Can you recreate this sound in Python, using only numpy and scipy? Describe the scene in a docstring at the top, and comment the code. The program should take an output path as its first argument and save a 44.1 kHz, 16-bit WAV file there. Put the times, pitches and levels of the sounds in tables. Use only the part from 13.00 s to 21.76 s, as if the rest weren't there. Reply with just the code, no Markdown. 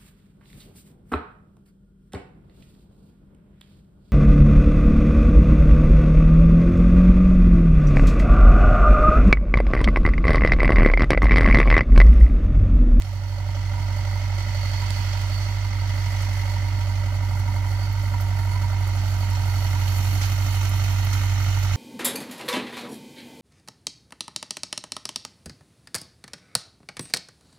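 """A four-cylinder diesel tractor slowly draws nearer across a ploughed field, pulling a disc harrow.
Its exhaust booms at the firing rate and an octave above, and every firing makes the sheet metal
and the engine block clatter. Behind it, soil hisses over the harrow's steel discs, which ring and
now and then scrape a stone. Dry stalks tick as they snap close to the listener."""
import sys
import numpy as np
from scipy import signal
from scipy.fft import rfft, irfft, next_fast_len
from scipy.io import wavfile
from scipy.ndimage import map_coordinates

SR = 44100
rng = np.random.default_rng(int(sys.argv[2]) if len(sys.argv) > 2 else 0)


def output_pcm(signal):
    """Save a mono or channel-first signal as 16-bit PCM at the path in sys.argv[1].

    Samples are clipped to [-1, 1] before scaling.
    """
    pcm = np.clip(np.atleast_2d(signal).T, -1, 1) * 32767
    wavfile.write(sys.argv[1], SR, np.round(pcm).astype(np.int16))


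N = 386316

START_M, DRIVE_M_PER_S = 43.3, 1.74
SWELL_S = 0.65   # the engine swells in over this time
LEFT_LAG_S = 0.0009644   # many sounds reach the left ear this much later

# The engine speed wavers under the load. Each row: time in seconds, twice the firing rate in Hz.
ENGINE_SPEED = [(0.0, 96.0), (0.63, 95.64), (1.4, 96.28), (2.32, 96.04), (2.44, 97.92), (2.61, 97.86),
                (2.75, 96.49), (3.7, 96.04), (4.64, 95.42), (4.8, 97.71), (4.98, 97.98), (5.1, 96.17),
                (5.51, 96.22), (5.61, 95.7), (6.3, 95.28), (6.98, 94.42), (7.15, 95.99), (8.0, 96.1),
                (8.76, 96.26)]
# The strength of each of the four firings, in dB.
CYLINDERS_DB = [-0.11, -1.7, 1, 1]
# Unequal cylinders add weak tones. Each row: multiple of the engine cycle rate, dB against the octave.
SIDE_TONES = [(5, -29), (7, -26), (9, -30), (11, -36), (12, -39), (17, -34), (18, -44), (24, -33),
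              (28, -43)]

# The tone colours of noises. Each row: frequency in Hz, relative level in dB.
RUMBLE_COLOUR = [(45, -13), (75, -2), (105, 3.5), (135, 1.5), (170, -8.5), (215, -10), (250, -11.5),
                 (310, -12.5), (370, -17.5), (440, -27), (490, -34), (900, -41)]   # swirling exhaust gas
FAN_COLOUR = [(480, -33), (640, 3.5), (1100, 4.5), (1900, 5), (2400, 1), (3000, 2), (4000, -4), (6500, -18),
              (8300, -14), (11000, -41), (16000, -41)]   # fan and gears
SOIL_COLOUR = [(1000, 8.5), (4000, -9), (7000, 8), (8500, 0.5), (12000, 3.5), (15500, 0)]   # sliding soil
STONE_COLOUR = [(500, -20), (1300, 3), (2500, -2), (6500, 0), (8500, -12), (15000, -17)]   # a disc on a stone

# Modes are the pitches at which a part rings. Each row: pitch in Hz, width in Hz, left level in dB,
# right level in dB, change from far to near in dB.
SILENCER_MODES = [(583.7, 74.5, -54, -49.5, -13)]
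SHIELD_MODES = [(682.6, 162, -55.5, -50.5, 2.4), (813.6, 191, -54.5, -46, 2.4)]   # the heat shield around the silencer
BONNET_MODES = [(941.4, 90, -5.5, 6.84, 0)]
PANEL_MODES = [(1214, 183, -6, -6, 5.2), (1383, 188, -4.5, 0.5, 3.2), (1548, 35, -11, -4, 5.2)]
BLOCK_MODES = [(2017, 109, -2.5, -7.5, -7), (2166, 164, -3.5, -3.5, 1), (1913, 406, -2.5, -5, 2.5)]
INJECTOR_MODES = [(2520, 205, -8.5, -6, 8), (2977, 490, -16, -4, 9), (3355, 134, -13, -15.5, -9),
                  (3712, 370, -9.5, -8, 8), (4250, 240, -11.5, -8, 7.5), (5130, 480, -9, -11.5, -4),
                  (5580, 280, -25, -5, 8.5), (5917, 196, -12.5, -9.5, -8.5), (6185, 195, -28, -9, 14),
                  (6580, 430, -23, -15, -9), (6680, 210, -20, -11, 18), (7530, 850, -17, -12, 2)]
DISC_LOW_MODES = [(4480, 380, -17.5, 6, -5)]
DISC_HIGH_MODES = [(12420, 170, -7, -6, 3)]
GRIT_MODES = [(9800, 1050, -10, -7.5, 7), (12000, 900, -13, -18, 15), (13200, 1900, -9.5, -13, 21)]   # grit on the disc edges
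# Sound bouncing off the ground favours other modes as the tractor closes in.
# Each row: time in seconds, nearness on a scale from -0.5 (far) to 0.5 (near).
NEARNESS = [(0, -0.23), (3.5, -0.21), (5.5, 0.039), (7, 0.29), (8.76, 0.4)]

# Each cylinder knocks on a part in its own way. Each row: place in the cycle from 0 to 1, strength in dB.
SILENCER_BLOWS = [(.03, -13), (.30, -8), (.55, 0), (.83, -8)]
SHIELD_BLOWS = [(.02, -3.5), (.33, -3), (.59, 0), (.87, -.5)]
BONNET_BLOWS = [(.12, -3.5), (.32, -3), (.62, -9), (.88, 0)]
PANEL_BLOWS = [(.07, -4), (.37, -5.5), (.57, 2.5), (.82, 2)]
BLOCK_BLOWS = [(.08, -4), (.37, -2), (.58, -1), (.87, 0)]

# Levels that rise and fall. Each row: time in seconds, level in dB.
BONNET_CURVE = [(0.0, -56.5), (0.73, -48.5), (1.4, -49), (1.9, -46.5), (2.7, -49), (3.6, -47.5),
                (5.1, -46.5), (5.65, -44), (6.1, -46.5), (6.83, -45), (7.32, -54), (7.51, -48), (8.76, -51)]
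BLOCK_CURVE = [(0.0, -54), (0.3, -53), (0.65, -47.5), (0.9, -48.5), (1.15, -45), (1.7, -43.7), (2.05, -46),
               (2.7, -45.5), (3.25, -43), (3.65, -44.8), (3.85, -46.3), (5.0, -47), (5.68, -45),
               (6.1, -47.8), (6.75, -44.3), (7.3, -46), (8.45, -43), (8.76, -44)]
TREBLE_CURVE = [(0.0, -50.5), (0.36, -49.5), (0.68, -47), (1.46, -44), (1.66, -42), (2.0, -40.5),
                (2.71, -45), (3.15, -42.5), (4.24, -47.5), (5.49, -47), (7.1, -42.5), (8.76, -42)]   # the treble as it carries over the field
BITE_CURVE = [(0.0, -58.5), (0.27, -61.5), (2.07, -53), (2.8, -57.5), (3.17, -52), (3.78, -56.5),
              (5.78, -55), (6.15, -53.5), (6.42, -51.5), (7.1, -48.5), (7.73, -50.5), (8.44, -50.5),
              (8.76, -51.5)]   # the harrow bites the soil unevenly

# Spells of louder ringing. Each row: middle in seconds, length in seconds, boost in dB.
DEEP_CUTS = [(1.7, .8, 3), (2.38, .2, 3.5), (2.445, .05, 4), (4.85, .25, 5.5), (6.5, 1.2, 3.5)]   # the low ring flares where the discs cut deep
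DISC_SINGING = [(6.9, .9, 10)]   # the high ring sings out once
# Dry stalks snap. Each row: start in seconds, level in dB, fade time in seconds, low edge in Hz,
# high edge in Hz, left against right in dB.
STALK_SNAPS = [(.0215, -26, .0005, 2200, 8000, -24), (1.9062, -23.5, .0008, 2300, 10000, -24),
               (3.222, -29, .005, 7000, 12000, -1), (4.925, -30, .006, 12000, 15600, -2),
               (5.208, -29, .014, 11000, 15600, -4), (5.872, -33, .01, 9000, 15600, -2),
               (6.3, -32, .008, 8000, 13000, -2), (7.316, -30, .006, 10500, 15600, -2),
               (7.693, -24, .006, 9000, 13500, -4), (8.049, -26, .006, 12000, 15600, -3),
               (8.627, -27, .006, 12000, 15600, 0)]
# Hard knocks on the bonnet. Each row: middle in seconds, length in seconds, dB against its usual clatter.
BONNET_CLANGS = [(.783, .04, 5), (1.835, .04, 4), (1.975, .03, 2), (2.09, .035, 3), (2.655, .035, 4),
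                 (3.506, .03, 7), (3.813, .025, 6), (4.488, .03, 4), (4.65, .04, 4), (4.95, .035, 3),
                 (5.147, .03, 5), (5.566, .03, 5), (5.65, .04, 5), (5.813, .03, 2), (6.652, .03, 5)]
# Discs grind over stones. Each row: start in seconds, level in dB, length in seconds.
STONE_SCRAPES = [(2.40, -43, .05), (5.203, -44, .014), (5.98, -44, .02), (6.745, -45, .015),
                 (7.21, -33.5, .04), (7.648, -37, .01), (8.128, -33, .014)]


def from_db(db):
    """Turn decibels into a number to multiply a sound by."""
    return 10 ** (np.asarray(db) / 20)


def rms_one(x):
    """Scale a signal so that its average power is one."""
    return x / np.sqrt(np.mean(x ** 2) + 1e-20)


def curve(rows):
    """Join rows of time and value with straight lines, giving a value for every sample."""
    return np.interp(np.arange(N) / SR, *np.transpose(rows))


def bell(middle_s, length_s):
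    """A smooth hump that rises to one and falls away."""
    return np.exp(-np.minimum((2 * (np.arange(N) / SR - middle_s) / length_s) ** 2, 20))


def spells_db(spells):
    """A boost in dB that swells and fades once for each spell."""
    return sum(db * bell(middle_s, length_s) for middle_s, length_s, db in spells)


def swell_db(depth_db):
    """Start this many dB softer and rise to the full level."""
    return -depth_db * np.clip(1 - np.arange(N) / (SWELL_S * SR), 0, 1)


def closing_db():
    """How many dB the tractor gains by driving steadily nearer."""
    return 20 * np.log10(START_M / (START_M - DRIVE_M_PER_S * np.arange(N) / SR))


def pan(left_db):
    """Left and right gains; a negative number moves the sound to the right."""
    return from_db(np.array([[left_db], [-left_db]]) / 2)


def band(x, low_hz, high_hz, order=2):
    """Keep the sound between two frequencies."""
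    edges = np.clip([low_hz, high_hz], 10, .48 * SR)
    return signal.sosfilt(signal.butter(order, edges, "band", fs=SR, output="sos"), x)


def coloured(x, colour):
    """Give a noise a tone colour and a power of one."""
    hz, db = np.transpose(colour)
    size = next_fast_len(N)
    log_hz = np.log(np.arange(size // 2 + 1) * SR / size + 1)
    gain = from_db(np.interp(log_hz, np.log(hz), db))
    return rms_one(irfft(rfft(x, size) * gain, size)[..., :N])


def drift(turns_per_s):
    """A random wander whose typical size is one."""
    points = rng.standard_normal(4096)
    return rms_one(map_coordinates(points, [np.arange(N) * turns_per_s / SR], order=1, mode="wrap"))


def two_ears(alike, lag_s=0):
    """Stereo noise, partly shared by both ears; the shared part reaches the left lag_s later."""
    shared = rng.standard_normal(N)
    direct = np.array([np.roll(shared, round(lag_s * SR)), shared])
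    return np.sqrt(alike) * direct + np.sqrt(1 - alike) * rng.standard_normal((2, N))


def resonance(drive, hz, width_hz, left_db, right_db, near_db):
    """One mode rings, with its own level in each ear and its own change with distance."""
    ring = rms_one(band(drive + 1e-18, hz - width_hz / 2, hz + width_hz / 2, order=3))
    return ring * from_db([[left_db], [right_db]]) * from_db(near_db * curve(NEARNESS))


def ringing(modes, drive, alike, lag_s=0):
    """Rough shaking rings all the modes of a part; neighbouring modes get different noise."""
    shakes = [drive * two_ears(alike, lag_s) for _ in range(2)]
    return sum(resonance(shakes[k % 2], *mode) for k, mode in enumerate(modes))


def knocks(turns, slop_s):
    """One blow per whole turn, a little early or late, a little stronger or weaker."""
    due = np.flatnonzero(np.diff(np.floor(turns)))
    late, strength = rng.standard_normal((len(due), 2)).T
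    landed = np.clip(due + (late * slop_s * SR).astype(int), 0, N - 1)
    blows = np.zeros(N)
    blows[landed] = from_db(1.3 * strength)
    return blows


def knocked(modes, pattern, cycle, beat, rattle_db, alike, slop_s, chatter_s, lag_s=0):
    """Every firing sets a part chattering for a moment, on top of a rattle that never stops."""
    blows = sum(from_db(db) * knocks(cycle - place, slop_s) for place, db in pattern)
    chatter = rms_one(signal.oaconvolve(blows, np.hanning(round(chatter_s * SR)), "same"))
    force = chatter + from_db(rattle_db) * beat
    out = 0
    for hz, width_hz, *levels in modes:
        shake = rms_one(band(two_ears(alike, lag_s), hz - width_hz / 2, hz + width_hz / 2))
        limited = np.tanh(shake)   # the part can only move so far, which keeps the knocks even
        out = out + resonance(force * limited, hz, width_hz, *levels)
    return out


def firing_beat(cycle, steady, length, rise, delay, uneven_db):
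    """Four firing shocks a cycle over a steady shaking; times are fractions of one firing."""
    firings = cycle * len(CYLINDERS_DB) - delay
    count, since = np.floor(firings).astype(int), firings % 1
    cylinder = from_db(CYLINDERS_DB)[count % len(CYLINDERS_DB)]
    strength = from_db(uneven_db * rng.standard_normal(1024))[count]
    shock = (1 - np.exp(-since / rise)) * np.exp(-since / length)
    return rms_one(steady + cylinder * strength * shock)


def governor(speed_hz, db_per_hz=0.3, lag_s=0.092):
    """The load in dB: the engine gets more fuel just after it slows, less after it speeds up."""
    s = np.arange(N) / SR
    return db_per_hz * np.interp(s - lag_s, s, speed_hz.mean() - speed_hz)


def exhaust(cycle, beat, load_db):
    """Puffs of gas make a firing tone and its octave, wavering side tones and a rumble."""
    firing_gain = from_db(-32.5 + swell_db(5))
    octave_gain = from_db(-25 + swell_db(4) + closing_db() + load_db)
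    angle = 2 * np.pi * cycle
    firing = angle * len(CYLINDERS_DB)
    swing = 0.1 * np.sin(2 * angle)   # the crank speeds up and slows down within each turn
    boom = firing_gain * np.sin(firing) + octave_gain * np.sin(2 * firing + swing)
    side_tones = sum(from_db(db + drift(2.36)) * np.sin(multiple * angle + rng.standard_normal())
                     for multiple, db in SIDE_TONES)
    gas = band(two_ears(alike=0.96) * beat, low_hz=72.4, high_hz=1020)
    rumble = from_db(-17.5) * coloured(gas, RUMBLE_COLOUR)
    return (np.sqrt(2) * boom + octave_gain * (np.sqrt(2) * side_tones + rumble)) * pan(-4.5)


def silencer(cycle, beat, load_db):
    """The hollow silencer and its heat shield ring with each firing, much louder under load."""
    shell = knocked(SILENCER_MODES, SILENCER_BLOWS, cycle, beat,
                    rattle_db=-11, alike=0.93, slop_s=0.0012, chatter_s=0.017)
    shield = knocked(SHIELD_MODES, SHIELD_BLOWS, cycle, beat,
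                     rattle_db=-0.5, alike=1.0, slop_s=0.0035, chatter_s=0.015)
    return (shell + shield) * from_db(-1 + swell_db(4.5) + 3.7 * load_db + 0.38 * closing_db())


def bonnet(cycle, beat):
    """The bonnet clatters around one pitch and now and then clangs."""
    clatter = knocked(BONNET_MODES, BONNET_BLOWS, cycle, beat,
                      rattle_db=-7.5, alike=0.98, slop_s=0.0019, chatter_s=0.019)
    return (clatter + bonnet_clangs()) * from_db(curve(BONNET_CURVE) - 1.7)


def panels(cycle, beat):
    """Sheet metal panels rattle with the firings, louder as the tractor nears."""
    clatter = knocked(PANEL_MODES, PANEL_BLOWS, cycle, beat,
                      rattle_db=1.5, alike=0.88, slop_s=0.0013, chatter_s=0.01, lag_s=0.00087)
    return clatter * from_db(-48.5 + swell_db(8) + closing_db())


def engine_block(cycle, beat):
    """Every firing rings the cast iron and steel of the engine."""
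    clatter = knocked(BLOCK_MODES, BLOCK_BLOWS, cycle, beat,
                      rattle_db=4.5, alike=0.98, slop_s=0.0013, chatter_s=0.0093, lag_s=LEFT_LAG_S)
    return clatter * from_db(curve(BLOCK_CURVE) - 0.4)


def injectors_and_fan(cycle):
    """The fuel injectors tap brightly over the broad hiss of fan and gears."""
    tapping = firing_beat(cycle, steady=0.36, length=0.32, rise=0.45, delay=0.25, uneven_db=3.5)
    injectors = ringing(INJECTOR_MODES, tapping, alike=0.61, lag_s=LEFT_LAG_S)
    fan = from_db(-4.5) * coloured(two_ears(alike=0.59, lag_s=LEFT_LAG_S), FAN_COLOUR) * pan(-14)
    return (injectors + fan) * from_db(curve(TREBLE_CURVE) - 0.27)


def harrow(beat, crumbs_per_s=600):
    """Soil hisses over the discs, which shake with the engine and ring; crumbs crackle and grit rasps."""
    bite_db = curve(BITE_CURVE)
    sizes = from_db(7.1 * np.minimum(rng.exponential(1, N), 4)) * rng.standard_normal((2, N))
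    crumbs = rms_one(sizes * (rng.random(N) < crumbs_per_s / SR))
    flow = (.4 + beat) * from_db(1.1 * drift(25))
    sliding = two_ears(alike=0.37) + from_db(-10) * crumbs
    hiss = from_db(5) * coloured(flow * sliding, SOIL_COLOUR) * pan(-2.7)
    low_db = curve(TREBLE_CURVE) - 7 + spells_db(DEEP_CUTS)
    low_ring = from_db(low_db) * ringing(DISC_LOW_MODES, flow, alike=0.93, lag_s=LEFT_LAG_S)
    high_db = bite_db - 8.5 + spells_db(DISC_SINGING)
    high_ring = from_db(high_db) * ringing(DISC_HIGH_MODES, flow, alike=1.0)
    grit = 0
    for mode in GRIT_MODES:   # each rasp comes and goes on its own
        rasp = flow * two_ears(alike=0.57) * from_db(2.5 * drift(70))
        grit = grit + resonance(rasp, *mode)
    return from_db(bite_db) * (hiss + grit) + low_ring + high_ring


def stalks():
    """Dry straw breaks with a sharp crack, then splinters briefly."""
    out = np.zeros((2, N))
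    age = np.arange(SR // 10) / SR
    crack = 1.8 * np.exp(-np.minimum(age / .00012, 20))
    for start_s, db, fade_s, low_hz, high_hz, left_db in STALK_SNAPS:
        splinters = .5 * np.exp(-np.minimum(age / fade_s, 20)) * rng.standard_normal(len(age))
        snap = band(crack + splinters, low_hz, high_hz)
        start = round(start_s * SR)
        out[:, start:start + len(age)] += from_db(db) * pan(left_db) * snap
    return out


def bonnet_clangs():
    """A hard knock keeps the bonnet ringing for a moment on one slightly wavering note."""
    hz, width_hz, left_db, right_db, _ = BONNET_MODES[0]
    loudness = sum(from_db(db) * bell(middle_s, length_s) for middle_s, length_s, db in BONNET_CLANGS)
    pitch_hz = hz + width_hz / 4 * drift(50)
    note = np.sqrt(2) * np.sin(2 * np.pi * np.cumsum(pitch_hz) / SR)
    return loudness * note * from_db([[left_db], [right_db]])


def stones():
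    """A disc grinds over a stone with a short swell of rough noise."""
    grind = np.zeros(N)
    for start_s, db, length_s in STONE_SCRAPES:
        age = np.clip((np.arange(N) / SR - start_s) / length_s, 0, 20)
        grind += from_db(db) * 2 * age * np.exp(1 - 2 * age)
    return grind * coloured(two_ears(alike=.6, lag_s=LEFT_LAG_S), STONE_COLOUR) * pan(-6)


def scene():
    """One crankshaft times the exhaust and all the shaking metal; stones and stalks come on top."""
    octave_hz = curve(ENGINE_SPEED)
    cycle = .05 + np.cumsum(octave_hz) / (2 * len(CYLINDERS_DB) * SR)   # counts cycles of four firings
    load_db = governor(octave_hz)
    beat = firing_beat(cycle, steady=0.28, length=0.74, rise=0.17, delay=0.2, uneven_db=1.4)
    tractor = exhaust(cycle, beat, load_db) + silencer(cycle, beat, load_db) + bonnet(cycle, beat)
    tractor += panels(cycle, beat) + engine_block(cycle, beat) + injectors_and_fan(cycle)
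    return tractor + harrow(beat) + stones() + stalks()


def record(dry, cutoff_hz=15600):
    """The very top of the treble is cut off steeply."""
    return signal.sosfilt(signal.ellip(12, .1, 80, cutoff_hz, fs=SR, output="sos"), dry)


dry = scene()
out = record(dry)
output_pcm(out)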